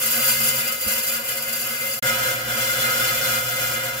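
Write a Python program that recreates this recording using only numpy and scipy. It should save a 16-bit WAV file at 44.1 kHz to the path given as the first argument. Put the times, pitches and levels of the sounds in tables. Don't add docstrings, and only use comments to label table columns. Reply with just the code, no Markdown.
import sys
import numpy as np
from scipy import signal
from scipy.fft import rfft, irfft, next_fast_len
from scipy.io import wavfile
from scipy.ndimage import map_coordinates

SR = 44100
rng = np.random.default_rng(int(sys.argv[2]) if len(sys.argv) > 2 else 0)


def waveform_to_disk(signal):
    frames = np.transpose(np.atleast_2d(signal))
    scaled = np.clip(frames, -1, 1) * 32767
    samples = np.round(scaled).astype(np.int16)
    wavfile.write(sys.argv[1], SR, samples)


N = 176400

# t/s, treble rasp level/dB, lower rubbing level/dB
CLOSE_LOAD = [(0.1, 1.4, 0.4), (0.17, 4.5, 3), (0.2, 1, 2), (0.28, 5, 3), (0.37, 0.5, 0.8),
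              (0.49, 3.5, 1.2), (0.53, -2, -1), (0.56, 3.5, 2), (0.7, -5, -1), (0.77, -6.3, -7),
              (0.82, -3.5, -4.5), (0.88, 1, 2), (0.98, -0.5, -1.5), (1.01, -3, -3), (1.08, 0.5, -1.7),
              (1.19, -5.5, -2), (1.22, -8.5, -5), (1.32, -2.6, -0.4), (1.41, -8, -4), (1.49, -2, -2),
              (1.51, -6, -3.5), (1.579, -3.5, -5.5), (1.66, -2.8, -0.2), (1.71, -5, -3.5),
              (1.85, -1.5, -.5), (1.98, -7, -10)]
FAR_LOAD = [(2.04, -1, 1), (2.07, 5, 5), (2.14, 0.2, 1), (2.29, 1.6, 2), (2.429, -6.5, -4), (2.53, 0, 1.1),
            (2.71, 2.5, 1), (2.78, 0.5, 1.8), (2.83, 3, 4.5), (2.88, 1.5, 1.5), (3.03, 3.5, 2.1),
            (3.21, 1.5, 1.1), (3.34, 3.5, 1.3), (3.47, -2, -4), (3.64, 1, 0), (3.9, -5.5, -3),
            (3.98, -6, -5)]
# f/Hz, close density level/dB, far density level/dB
KERF_SPECTRUM = [(20.0, -100, -98.5), (70.0, -71, -79), (175.0, -71.5, -78), (435, -76.5, -73.5),
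                 (610, -73.5, -69), (850.0, -79.5, -77.5), (1144, -71.5, -71.0), (1470, -63.5, -59.5),
                 (1820, -70, -69.0), (2050.0, -62.5, -62.0), (2280, -72, -76), (2790, -64, -64.5),
                 (3230, -68.5, -68), (3700, -94, -79), (4280.0, -83, -77.5), (4640, -63.5, -67),
                 (5230, -72.5, -69.5), (6680, -75, -78.5), (7020, -66.5, -66), (8870, -70.0, -71.5),
                 (12560, -61, -65.5), (15700.0, -68, -66.5)]
# f/Hz, close level/dB, far level/dB
STEEL_MODES = [(228.4, -47, -46), (479, -49.5, -52), (541.7, -44.5, -60), (650.0, -52, -52),
               (710.7, -48.5, -43.5), (768, -61.0, -53), (969.3, -49, -47.5), (1283.0, -41.5, -36.5),
               (1425.5, -38.5, -31), (1449.0, -44.5, -37.5), (1517, -41, -50.0), (1540, -64, -44.5),
               (1667, -42.5, -39.5), (1985, -45, -42.5), (2083.5, -36.5, -33), (2384, -52.5, -41.5),
               (2416, -39.5, -39.5), (2530, -45.5, -46.5), (2806.0, -46, -44.5), (2927, -42.5, -42),
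               (3020, -41.5, -46), (3160, -54, -51), (3407, -51.5, -41.5), (3455, -43.5, -44.0),
               (3563, -45, -40.5), (3882, -45.0, -48.5), (3990, -53.5, -53.5), (4079, -45, -39.5),
               (4450, -41.5, -44), (4734, -38, -46), (5034.0, -58.5, -47), (5350, -45, -47.5),
               (5396, -41.5, -43), (5967.0, -46, -43.5), (6140, -43, -44.5), (6397.0, -51, -46.5),
               (6690, -42.5, -46), (6880, -43, -47), (7435, -41, -58.0), (7550, -39, -43),
               (8062.0, -48.5, -45), (8950, -46, -49), (9435.0, -45.0, -53.5), (9825.0, -43, -60.5),
               (10340, -41, -46.0), (10750, -41, -63.0), (10970, -41, -48), (11400, -53, -51.0),
               (12600, -32.5, -58.0), (13340, -44.5, -40), (14500, -42, -42.5), (15458.0, -33, -43.0)]
# order, close level/dB, far level/dB
ARBOR_ORDERS = [(3, -66, -58), (7, -58, -50), (8, -60, -55), (12, -58, -53), (18, -69, -55), (26, -58, -58),
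                (27, -49, -43), (28, -44, -39), (29, -47, -50), (30, -51, -45), (37, -62, -51),
                (38, -59, -50)]
# f/Hz, close level/dB, far level/dB
HUM_PARTIALS = [(60, -81, -59), (120.3, -59.5, -42)]
# t/s, change of rasp level/dB
BLADE_CATCHES = [(.056, 2), (.139, -4), (.251, 3), (0.678, 9), (0.722, 11), (0.809, 7), (.978, 5.5),
                 (1.237, 3), (1.288, 4.5), (1.312, 4), (1.371, 7), (1.422, 6.5), (1.53, 9.5), (1.595, 4)]
# t/s, level/dB
CARRIAGE_BUMPS = [(0.084, -43), (0.368, -41), (0.864, -25), (.953, -40)]
# f/Hz, level/dB, 60 dB decay time/s
THUD_MODES = [(79.4, 0, 0.069), (212, -6.5, 0.26)]
# t/s, level/dB
BOOM_ENVELOPE = [(.12, -57), (.22, -44), (.6, -45), (.72, -67), (1.98, -53)]
# order, relative level/dB
BOOM_HARMONICS = [(7, -0.5), (12, -3.5), (28, 3.5)]
# peak t/s, half length/s, f/Hz, gain/dB
MODE_SWELLS = [(0.188, 0.024, 227, 13), (0.396, 0.28, 230, 3.5), (1.795, 0.045, 2066, 8.5),
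               (2.9, 0.29, 227, 3.5), (3.204, 0.22, 1270, 4.5), (3.35, 0.16, 1440, 1)]
# f/Hz, close level/dB, far level/dB
LEFT_LEAN = [(116, -1.5, 4), (244, -2, -1.5), (514, 0, -4), (990, -2.5, -1), (2070, 5.5, 0.5),
             (3840, -1, 1.5), (7300, 4, 3.5), (14900, -1, -3)]
# f/Hz, correlation
CORRELATION = [(120, 0.87), (240, 0.92), (520, 0.61), (900, 0.34), (1400, -0.076), (2500, 0.09),
               (15000, -0.041)]

CLOSE, FAR = 0, 1
TIME = np.arange(N) / SR


def amp(db):
    return 10 ** (np.asarray(db) / 20)


def unit(x):
    return x / np.sqrt(np.mean(x ** 2) + 1e-20)


def along(points, hz, column):
    table = np.transpose(points)
    return np.interp(np.log(hz + 1), np.log(table[0] + 1), table[column])


def wobble(rate):
    return map_coordinates(rng.standard_normal(4096), [TIME * rate], mode="wrap")


def filtered(x, response):
    size = next_fast_len(N + SR // 4)
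    return irfft(rfft(x, size) * response(np.fft.rfftfreq(size, 1 / SR)), size)[..., :N]


def grit(impact_share, grains_per_s=5000):
    hits = rng.random(N) < grains_per_s / SR
    impacts = unit(hits * rng.standard_normal((2, N)))
    return np.sqrt(impact_share) * impacts + np.sqrt(1 - impact_share) * rng.standard_normal((2, N))


def rim_snatches(per_s=46, fade_s=0.025):
    grabs = (rng.random(N) < per_s / SR) * rng.random(N)
    swell = signal.lfilter([1], [1, -np.exp(-1 / (fade_s * SR))], grabs)
    return unit(swell - swell.mean())


def kerf_force(load, turns, chatter_db, snatch_db, catch_s=0.0087, runout_db=0.14):
    times, rasp_db, rub_db = np.transpose(load)
    chatter = chatter_db * wobble(60) + snatch_db * rim_snatches()
    runout = runout_db * (np.sin(2 * np.pi * turns) + .5 * np.sin(6 * np.pi * turns))
    catches = sum(db * (TIME >= start) * np.exp(-np.abs(TIME - start) / catch_s)
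                  for start, db in BLADE_CATCHES)
    rasp = grit(0.53) * amp(np.interp(TIME, times, rasp_db) + chatter + catches)
    rub = grit(0.28) * amp(np.interp(TIME, times, rub_db) + .5 * chatter + runout + 0.19 * catches)
    treble = lambda hz: 1 / (1 + (3400 / (hz + 1)) ** 4)
    steady = lambda hz: 0.31 / (1 + (hz / 930) ** 4)
    force = filtered(rasp, lambda hz: np.sqrt(treble(hz)))
    force += filtered(rub, lambda hz: np.sqrt((1 - treble(hz)) * (1 - steady(hz))))
    return force + filtered(rng.standard_normal((2, N)), lambda hz: np.sqrt(steady(hz)))


def reflections(x, wet, t60=0.038):
    t = np.arange(SR // 4) / SR
    tail = rng.standard_normal((2, len(t))) * amp(-60 * t / t60)
    tail /= np.linalg.norm(tail, axis=1, keepdims=True)
    return (x + wet * signal.fftconvolve(x[:1], tail, axes=1)[:, :N]) / np.hypot(1, wet)


def steel_response(hz, place):
    response = np.zeros((2, len(hz)), complex)
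    for k, (centre, *levels) in enumerate(STEEL_MODES):
        width_hz = 20 + (centre / 490) ** 1.5
        peak = amp(levels[place]) * np.sqrt(2 * SR / (np.pi * width_hz))
        mode = peak / (1 + 2j * (hz - centre) / width_hz) ** 2
        response[0] += mode
        response[1] += 1j * (-1) ** k * mode
    return response


def cutting(place, force, hiss_db, ring_db, wet, diffuse_share=.55):
    spectrum = lambda hz: amp(along(KERF_SPECTRUM, hz, 1 + place)) * np.sqrt(SR / 2)
    hiss = filtered(reflections(force, wet), spectrum)
    scattered = np.sqrt(1 - diffuse_share) * force[1] + np.sqrt(diffuse_share) * force[0]
    ring = filtered(np.array([force[1], scattered]), lambda hz: steel_response(hz, place))
    return amp(hiss_db) * hiss + amp(ring_db) * singing_modes(ring)


def arbor_drone(place, load, turns, waver_db, side_db, slip_rad=.011):
    times, _, rub_db = np.transpose(load)
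    drone = np.zeros((2, N))
    for order, *levels in ARBOR_ORDERS:
        phase = 2 * np.pi * (order * turns + rng.random()) + slip_rad * order * wobble(25)
        gain = amp(levels[place] + waver_db * wobble(22.1))
        drone += gain * np.array([np.sin(phase), amp(side_db) * np.cos(phase)])
    return np.sqrt(2) * drone * amp(.7 * np.interp(TIME, times, rub_db))


def motor_hum(place):
    return np.sqrt(2) * sum(amp(levels[place] + 2.16 * wobble(20)) * np.sin(2 * np.pi * hz * TIME)
                            for hz, *levels in HUM_PARTIALS)


def carriage_bumps(highpass_hz=35):
    track, t = np.zeros(N + SR), np.arange(SR // 3) / SR
    thud = sum(amp(db - 60 * t / t60) * np.sin(2 * np.pi * hz * t) for hz, db, t60 in THUD_MODES)
    for start, db in CARRIAGE_BUMPS:
        track[round(start * SR):][:len(t)] -= amp(db) * thud
    return filtered(track[:N], lambda hz: (1j * hz / (highpass_hz + 1j * hz)) ** 2)


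def arbor_boom(turns):
    envelope_db = np.interp(TIME, *np.transpose(BOOM_ENVELOPE))
    boom = np.zeros(N)
    for order, db in BOOM_HARMONICS:
        gain = amp(envelope_db + db + 0.99 * wobble(15))
        boom += gain * np.sin(2 * np.pi * order * turns + order / 20 * wobble(20))
    return np.sqrt(2) * boom


def singing_modes(ring, width_hz=27):
    swells = np.zeros_like(ring)
    for peak_s, half_s, centre, db in MODE_SWELLS:
        band = filtered(ring, lambda hz: np.exp(-((hz - centre) / width_hz) ** 2))
        swells += (amp(db) - 1) * np.exp(-((TIME - peak_s) / half_s) ** 2) * band
    return ring + swells


def spread(pair, place):
    angle = lambda hz: np.arccos(along(CORRELATION, hz, 1)) / 2
    mid, side = filtered(pair, lambda hz: np.array([np.cos(angle(hz)), np.sin(angle(hz))]))
    balance = lambda hz: amp(np.outer([.5, -.5], along(LEFT_LEAN, hz, 1 + place)))
    return filtered(np.array([mid + side, mid - side]), balance)


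def scene():
    spin_hz, relative_drift = 18.91, 0.00088
    turns = np.cumsum(spin_hz * (1 + relative_drift * wobble(2.93))) / SR

    force = kerf_force(CLOSE_LOAD, turns, chatter_db=1.08, snatch_db=1.01)
    close = cutting(CLOSE, force, hiss_db=0, ring_db=-0.62, wet=0.73)
    close += arbor_drone(CLOSE, CLOSE_LOAD, turns, waver_db=1.5, side_db=-1)
    close[0] += motor_hum(CLOSE)

    force = kerf_force(FAR_LOAD, turns, chatter_db=.5, snatch_db=0.67)
    far = cutting(FAR, force, hiss_db=-0.27, ring_db=-0.5, wet=0.74)
    far += arbor_drone(FAR, FAR_LOAD, turns, waver_db=2.75, side_db=-2)
    far[0] += motor_hum(FAR)

    close_end_s, far_start_s, fade_s = 1.992, 2.026, .002
    fade_out = np.exp(-np.maximum(TIME - close_end_s, 0) / fade_s)
    fade_in = np.clip((TIME - far_start_s) / fade_s + 1, 0, 1)
    beside_blade = spread(close, CLOSE) + arbor_boom(turns) + carriage_bumps()
    return beside_blade * fade_out + spread(far, FAR) * fade_in


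def record(dry):
    cutoff_hz = 15780
    return filtered(dry, lambda hz: 1 / (1 + (hz / cutoff_hz) ** 400))


dry = scene()
out = record(dry)
waveform_to_disk(out)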